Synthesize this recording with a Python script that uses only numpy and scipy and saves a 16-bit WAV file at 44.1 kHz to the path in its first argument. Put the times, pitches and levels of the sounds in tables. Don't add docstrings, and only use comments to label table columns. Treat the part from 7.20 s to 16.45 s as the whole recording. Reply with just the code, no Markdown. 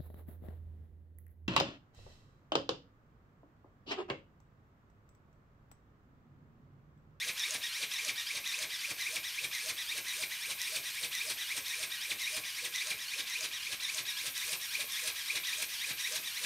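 import sys
import numpy as np
from scipy import signal
from scipy.fft import rfft, irfft, next_fast_len
from scipy.io import wavfile
from scipy.ndimage import uniform_filter1d, map_coordinates

SR = 44100
rng = np.random.default_rng(int(sys.argv[2]) if len(sys.argv) > 2 else 0)


def file_out(sig):
    cols = np.atleast_2d(sig).T
    lim = np.clip(cols, -1, 1)
    pcm = np.round(lim * 32767).astype(np.int16)
    wavfile.write(sys.argv[1], SR, pcm)


N = 407925
TIME = np.arange(N) / SR

# upstroke and downstroke starts in seconds, loaded speed factors up and down.
FLAP_CUES = [(-.177, .095, .99, .96), (.355, .639, .97, 1), (.894, 1.175, .98, .98),
             (1.437, 1.713, 1.03, 1.02), (1.97, 2.252, 1.01, 1.03), (2.506, 2.786, 1.01, 1.03),
             (3.037, 3.319, 1.01, .99), (3.571, 3.85, 1.01, 1), (4.113, 4.383, 1.02, 1.03),
             (4.64, 4.92, 1.01, 1.03), (5.176, 5.461, 1.01, 1), (5.717, 6.001, .98, 1.03),
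             (6.254, 6.535, .98, .98), (6.793, 7.076, .98, .99), (7.341, 7.618, .98, .92),
             (7.887, 8.171, 1.01, 1), (8.431, 8.711, 1.03, 1), (8.97, 9.252, .99, 1)]
# share of the stroke, tooth rate in Hz.
UP_SWOOP = [(0, 2300), (.14, 350), (.24, 1480), (.325, 1970), (.52, 1410), (.69, 1860), (.8, 2680),
            (.865, 3650), (.915, 4740), (.96, 3700)]
DOWN_SWOOP = [(0, 2170), (.14, 350), (.24, 1130), (.38, 2040), (.5, 1800), (.63, 2470), (.77, 4000),
              (.87, 5150), (.94, 4470)]
# time in seconds, degrees right of head-on, lift from being nearer in dB.
HAND_MOVES = [(0, 0, 1.3), (1.25, 3, 0.55), (1.8, 41, .2), (3.6, 76, 0.33), (5.5, 50, 0.1), (6.3, -4, 0.4),
              (6.7, -17, 0), (7.1, -64, 1), (8.5, -48, 0.84), (9.25, -54, 1.2)]

# frequency in Hz, relative level in dB.
FRAME_EQ = [(600, -32), (1020, -10), (1400, -21.5), (1900, -8.5), (2400, 5), (2850, -6.5), (3300, -2),
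            (3720, -0.5), (4400, -8.5), (5750, -8), (7200, -16.5), (9650, -24.5), (10700, -30),
            (16000, -33)]
RATTLE_EQ = [(400, -37), (770, -23.5), (1020, -9.5), (1430, -12), (1660, -3), (1800, -5.5), (2400, -1),
             (2900, -2.5), (3800, -1.5), (4800, -4), (5800, -3), (7600, -9.5), (9000, -10.5), (10600, -9.5),
             (16000, -39.5)]
BRUSH_EQ = [(3000, -18), (6000, -2.5), (7600, -4.5), (8300, 5), (10000, 4.5), (10600, -24), (12000, -2),
            (16000, -14.5)]
SIZZLE_EQ = [(7000, -27), (8300, -1), (10400, -4), (11500, 4.5), (12300, 8), (12750, -1), (13500, 6.5),
             (14000, -17), (14800, 2), (15200, -1), (16000, -17)]
FILM_EQ = [(30, -35), (70, -6.5), (135, 4.5), (200, -1.5), (330, 2), (750, -1), (1100, -6), (2500, 3.5),
           (8000, -60)]
SNAP_EQ = [(1000, -38), (2400, -8), (3800, -5.5), (6000, 0.5), (8500, -12), (12000, -8), (15000, -23)]
SCRAPE_EQ = [(1000, -42), (2400, 0), (3800, -20), (6500, 1.5), (8000, -6.5), (15000, -29)]
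ROOM_TONE_EQ = [(20, -15), (35, -16), (55, -4.5), (100, -4), (200, -9.5), (400, -12), (1000, -22.5),
                (4000, -26.5)]
# pitch in Hz, relative level in dB.
DRIVE_TONES = [(11784, -2), (11965, -2), (12147, -1), (12237, -1), (12374, 0), (12987, -1), (13396, -2),
               (13532, 0), (13668, -5), (15278, -7)]
# centre in Hz, width in Hz, gain in dB.
SPAR_MODES = [(1660, 16, -1.5), (1893, 20, -8), (2352, 17, -13), (2525, 22, -16)]
HUM_MODES = [(482, 10.6, 5), (631, 41, 0.5), (523, 780, -5.5)]
# frequency in Hz, seconds to fall 60 dB.
ROOM_DECAY = [(150, 0.16), (1000, 0.38), (4000, 0.28), (14000, 0.32)]

# gain in dB turned left, head-on and turned right.
WHINE_AIM_DB, OVERTONE_AIM_DB, SHRILL_AIM_DB = (-1, -0.76, 0.6), (3, 3, 1), (6, 0, -5)
RATTLE_AIM_DB, BRUSH_AIM_DB, SIZZLE_AIM_DB = (5.5, 5.5, 5), (1.5, -3.5, 1.7), (2, -4, 0)
WING_AIM_DB, SNAP_AIM_DB, SCRAPE_AIM_DB = (0, 0.5, 1), (-25, -23, -20.5), (-25.5, -21.5, -31)

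TEETH_PER_TURN = 8
UP_WHINE_DB, UP_RATTLE_DB, DOWN_WHINE_DB, DOWN_RATTLE_DB = 0.5, 0.1, 1.66, 1
STALL_HZ, STALL_WIDTH_HZ, STALL_WHINE_DB, STALL_RATTLE_DB = 1163, 230, -19, -11.5
SLACK_HZ, SLACK_WIDTH_HZ, SLACK_HZ_PER_S, SLACK_DB = 2800, 180, 30000, -11
BRAKE_HZ_PER_S, BRAKE_WHINE_DB, BRAKE_RATTLE_DB = 157000, 2, 6


def gear_whine(teeth, tooth_hz, pressure_db, jitter_rad=.2, fade_db=2.5, buzz_db=-16):
    mesh = 2 * np.pi * teeth + jitter_rad * tooth_hz / 2000 * wobble(700)
    overtone_db, shrill_db = aim(OVERTONE_AIM_DB), aim(SHRILL_AIM_DB)
    harmonics_db = [0, overtone_db - 4, overtone_db - 2, shrill_db - 10, shrill_db - 17]
    tone = sum(amp(db + fade_db * wobble(55)) * np.sin(k * mesh) * (k * tooth_hz < SR / 2)
               for k, db in enumerate(harmonics_db, 1))
    buzz = sum(np.sin(k * mesh / TEETH_PER_TURN + 2 * np.pi * rng.random())
               for k in range(2, 2 * TEETH_PER_TURN) if k != TEETH_PER_TURN)
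    flutter_db = overtone_db * wobble(130)
    return coloured(amp(pressure_db - 39 + flutter_db) * (tone + amp(buzz_db) * buzz), FRAME_EQ)


def crank():
    flaps = np.array(FLAP_CUES)
    starts, speed_factors = flaps[:, :2].ravel(), flaps[:, 2:4].ravel()
    strokes = np.interp(TIME, starts, np.arange(len(starts)))
    place = (strokes + 1) % 2
    cycle = DOWN_SWOOP + [(1 + share, hz) for share, hz in UP_SWOOP] + [(2, DOWN_SWOOP[0][1])]
    loaded = np.interp(strokes % 1, [0, .15, .65, .9], [0, 1, 1, 0])
    speed = 1 + loaded * (speed_factors[strokes.astype(int)] - 1)
    return place, swoop(cycle, place) * speed


def gear_load(place, tooth_hz):
    speeding = uniform_filter1d(np.gradient(tooth_hz) * SR, size=200)
    stalled = 1 - above(tooth_hz, STALL_HZ, STALL_WIDTH_HZ)
    slack = above(tooth_hz, SLACK_HZ, SLACK_WIDTH_HZ) * np.clip(speeding / SLACK_HZ_PER_S, 0, 1)
    braking = np.clip(-speeding / BRAKE_HZ_PER_S, 0, 1)
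    down = uniform_filter1d((place < 1) * 1., size=400)
    pressure_db = UP_WHINE_DB * (1 - down) + DOWN_WHINE_DB * down
    pressure_db += STALL_WHINE_DB * stalled + SLACK_DB * slack + BRAKE_WHINE_DB * braking
    rattle_db = UP_RATTLE_DB * (1 - down) + DOWN_RATTLE_DB * down
    rattle_db += STALL_RATTLE_DB * stalled + BRAKE_RATTLE_DB * braking
    return pressure_db, rattle_db


def tooth_rattle(teeth, rattle_db, scatter_db=4, rub=0.64):
    passes = np.flatnonzero(np.diff(np.floor(2 * teeth)))
    timing, polarity, strength = rng.standard_normal((len(passes), 3)).T
    when = np.clip(passes + 4 * timing, 0, N - 1).astype(int)
    force = np.sign(polarity) * amp(scatter_db * np.clip(strength, -2, 2)) * np.sqrt(np.gradient(passes))
    hits = unit(np.bincount(when, force, N))
    contacts = unit(hits + rub * rng.standard_normal(N))
    return amp(-44.5) * unit(coloured(contacts * amp(rattle_db + 1.26 * wobble(120)), RATTLE_EQ))


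def brush_hiss(tooth_hz, rattle_db, shaken=1.37):
    sparking_db = 2.8 * wobble(300)
    return amp(-50) * unit(noise(BRUSH_EQ) * tooth_hz ** 0.26 * amp(shaken * rattle_db + sparking_db))


def drive_sizzle(tooth_hz):
    current = amp(5 * np.exp(-(tooth_hz / 1100) ** 2))
    tones = sum(amp(db) * np.sin(2 * np.pi * hz * TIME + .75 * wobble(25)) for hz, db in DRIVE_TONES)
    return amp(-54) * current * (noise(SIZZLE_EQ) + amp(-8) * unit(tones))


def shaft_hum(teeth, tooth_hz, rough_db=3):
    shaft_angle = 2 * np.pi * teeth / TEETH_PER_TURN + 0.44 * wobble(160)
    shake = tooth_hz ** 1.77 * np.sin(shaft_angle) * amp(rough_db * wobble(160))
    return amp(-66) * unit(resonate(shake, HUM_MODES))


def wing_rustle(place, attack_strokes=0.062, decay_strokes=0.13):
    since_reversal = (place + .5) % 1 - .5
    taut = np.exp(np.minimum(since_reversal / attack_strokes, -since_reversal / decay_strokes))
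    flutter_db = 3 * wobble(110)
    return amp(aim(WING_AIM_DB) - 61.5) * unit(taut * noise(FILM_EQ) * amp(flutter_db))


def joint_ticks(snap_at=.387, scrape_at=.818, snap_t60=0.0065, scrape_t60=0.023, click_db=11):
    t = np.arange(SR // 20) / SR
    snaps, scrapes = np.zeros((2, N))
    for (_, top_s, *_), (bottom_s, *_) in zip(FLAP_CUES, FLAP_CUES[1:]):
        chatter = rng.standard_normal((2, len(t)))
        early, late = [round((top_s + share * (bottom_s - top_s)) * SR) for share in (snap_at, scrape_at)]
        snaps[early:][:len(t)] += amp(-60 * t / snap_t60) * chatter[0] + amp(click_db) * (t == 0)
        scrapes[late:][:len(t)] += amp(-60 * t / scrape_t60) * chatter[1]
    snaps = coloured(amp(aim(SNAP_AIM_DB)) * snaps, SNAP_EQ)
    return snaps + coloured(amp(aim(SCRAPE_AIM_DB)) * scrapes, SCRAPE_EQ)


def small_room(x, wet_db=-5, tail_count=3, predelay_s=.003):
    hz, t, spectra = signal.stft(rng.standard_normal((tail_count, SR // 2)), SR, nperseg=256)
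    decay = amp(-60 * t / along(ROOM_DECAY, hz)[:, None])
    tails = signal.istft(spectra * decay, SR, nperseg=256)[1]
    tails = np.pad(tails / np.linalg.norm(tails[0]), ((0, 0), (round(predelay_s * SR), 0)))
    sends = np.array([wobble(8) for _ in tails])
    echoes = signal.fftconvolve(x * sends / np.linalg.norm(sends, axis=0), tails, axes=1)
    return x + amp(wet_db) * echoes.sum(axis=0)[:N]


def room_tone():
    return amp(-68.5) * noise(ROOM_TONE_EQ)


def aim(ends_db):
    seconds, degrees, _ = np.transpose(HAND_MOVES)
    side = np.sin(np.radians(np.interp(TIME, seconds, degrees)))
    return np.interp(side * abs(side), [-1, 0, 1], ends_db)


def swoop(points, at):
    x, y = np.transpose(points)
    step = np.diff(x)
    chord = np.diff(y) / step
    before = np.roll(chord, 1)
    slope = np.where(before * chord > 0, 2 * before * chord / (before + chord), 0)
    i = np.searchsorted(x, at, "right") - 1
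    u = (at - x[i]) / step[i]
    bend = (1 - u) * (slope[i] - chord[i]) - u * (np.roll(slope, -1)[i] - chord[i])
    return y[i] + step[i] * u * (chord[i] + (1 - u) * bend)


def above(hz, edge_hz, width_hz):
    return .5 + .5 * np.tanh((hz - edge_hz) / (2 * width_hz))


def amp(db):
    return 10 ** (np.asarray(db) / 20)


def unit(x):
    return x / np.sqrt(np.mean(x ** 2) + 1e-20)


def along(points, hz):
    knots_hz, values = np.transpose(points)
    return np.interp(np.log(hz + 1), np.log(knots_hz + 1), values)


def wobble(rate):
    return map_coordinates(rng.standard_normal(int(N * rate / SR) + 4), [TIME * rate])


def filtered(x, response):
    size = next_fast_len(N + SR // 2)
    return irfft(rfft(x, size) * response(np.fft.rfftfreq(size, 1 / SR)), size)[:N]


def resonate(x, modes):
    return filtered(x, lambda f: sum(amp(db) * 1j * f * width / (hz * hz - f * f + 1j * f * width)
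                                     for hz, width, db in modes))


def coloured(x, eq, size=4096):
    cepstrum = irfft(np.log(amp(along(eq, np.fft.rfftfreq(size, 1 / SR)))))
    causal_fold = 1 + np.sign(np.fft.fftfreq(size))
    impulse = irfft(np.exp(rfft(cepstrum * causal_fold)))
    return signal.fftconvolve(x, impulse)[:N]


def noise(eq):
    return unit(coloured(rng.standard_normal(N), eq))


def scene():
    place, tooth_hz = crank()
    pressure_db, rattle_db = gear_load(place, tooth_hz)
    drift = .011 * wobble(70)
    teeth = np.cumsum(tooth_hz * (1 + drift)) / SR
    gears = gear_whine(teeth, tooth_hz, pressure_db + aim(WHINE_AIM_DB))
    gears += tooth_rattle(teeth, rattle_db + aim(RATTLE_AIM_DB))
    motor = amp(aim(BRUSH_AIM_DB)) * brush_hiss(tooth_hz, rattle_db)
    motor += amp(aim(SIZZLE_AIM_DB)) * drive_sizzle(tooth_hz)
    motor += shaft_hum(teeth, tooth_hz)
    bird = gears + resonate(gears, SPAR_MODES) + motor + wing_rustle(place) + joint_ticks()
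    seconds, _, near_db = np.transpose(HAND_MOVES)
    mono = small_room(amp(np.interp(TIME, seconds, near_db)) * bird) + room_tone()
    return np.array([mono, mono])


def record(dry, top_hz=15750):
    return np.array([filtered(channel, lambda hz: hz < top_hz) for channel in dry])


dry = scene()
out = record(dry)
file_out(out)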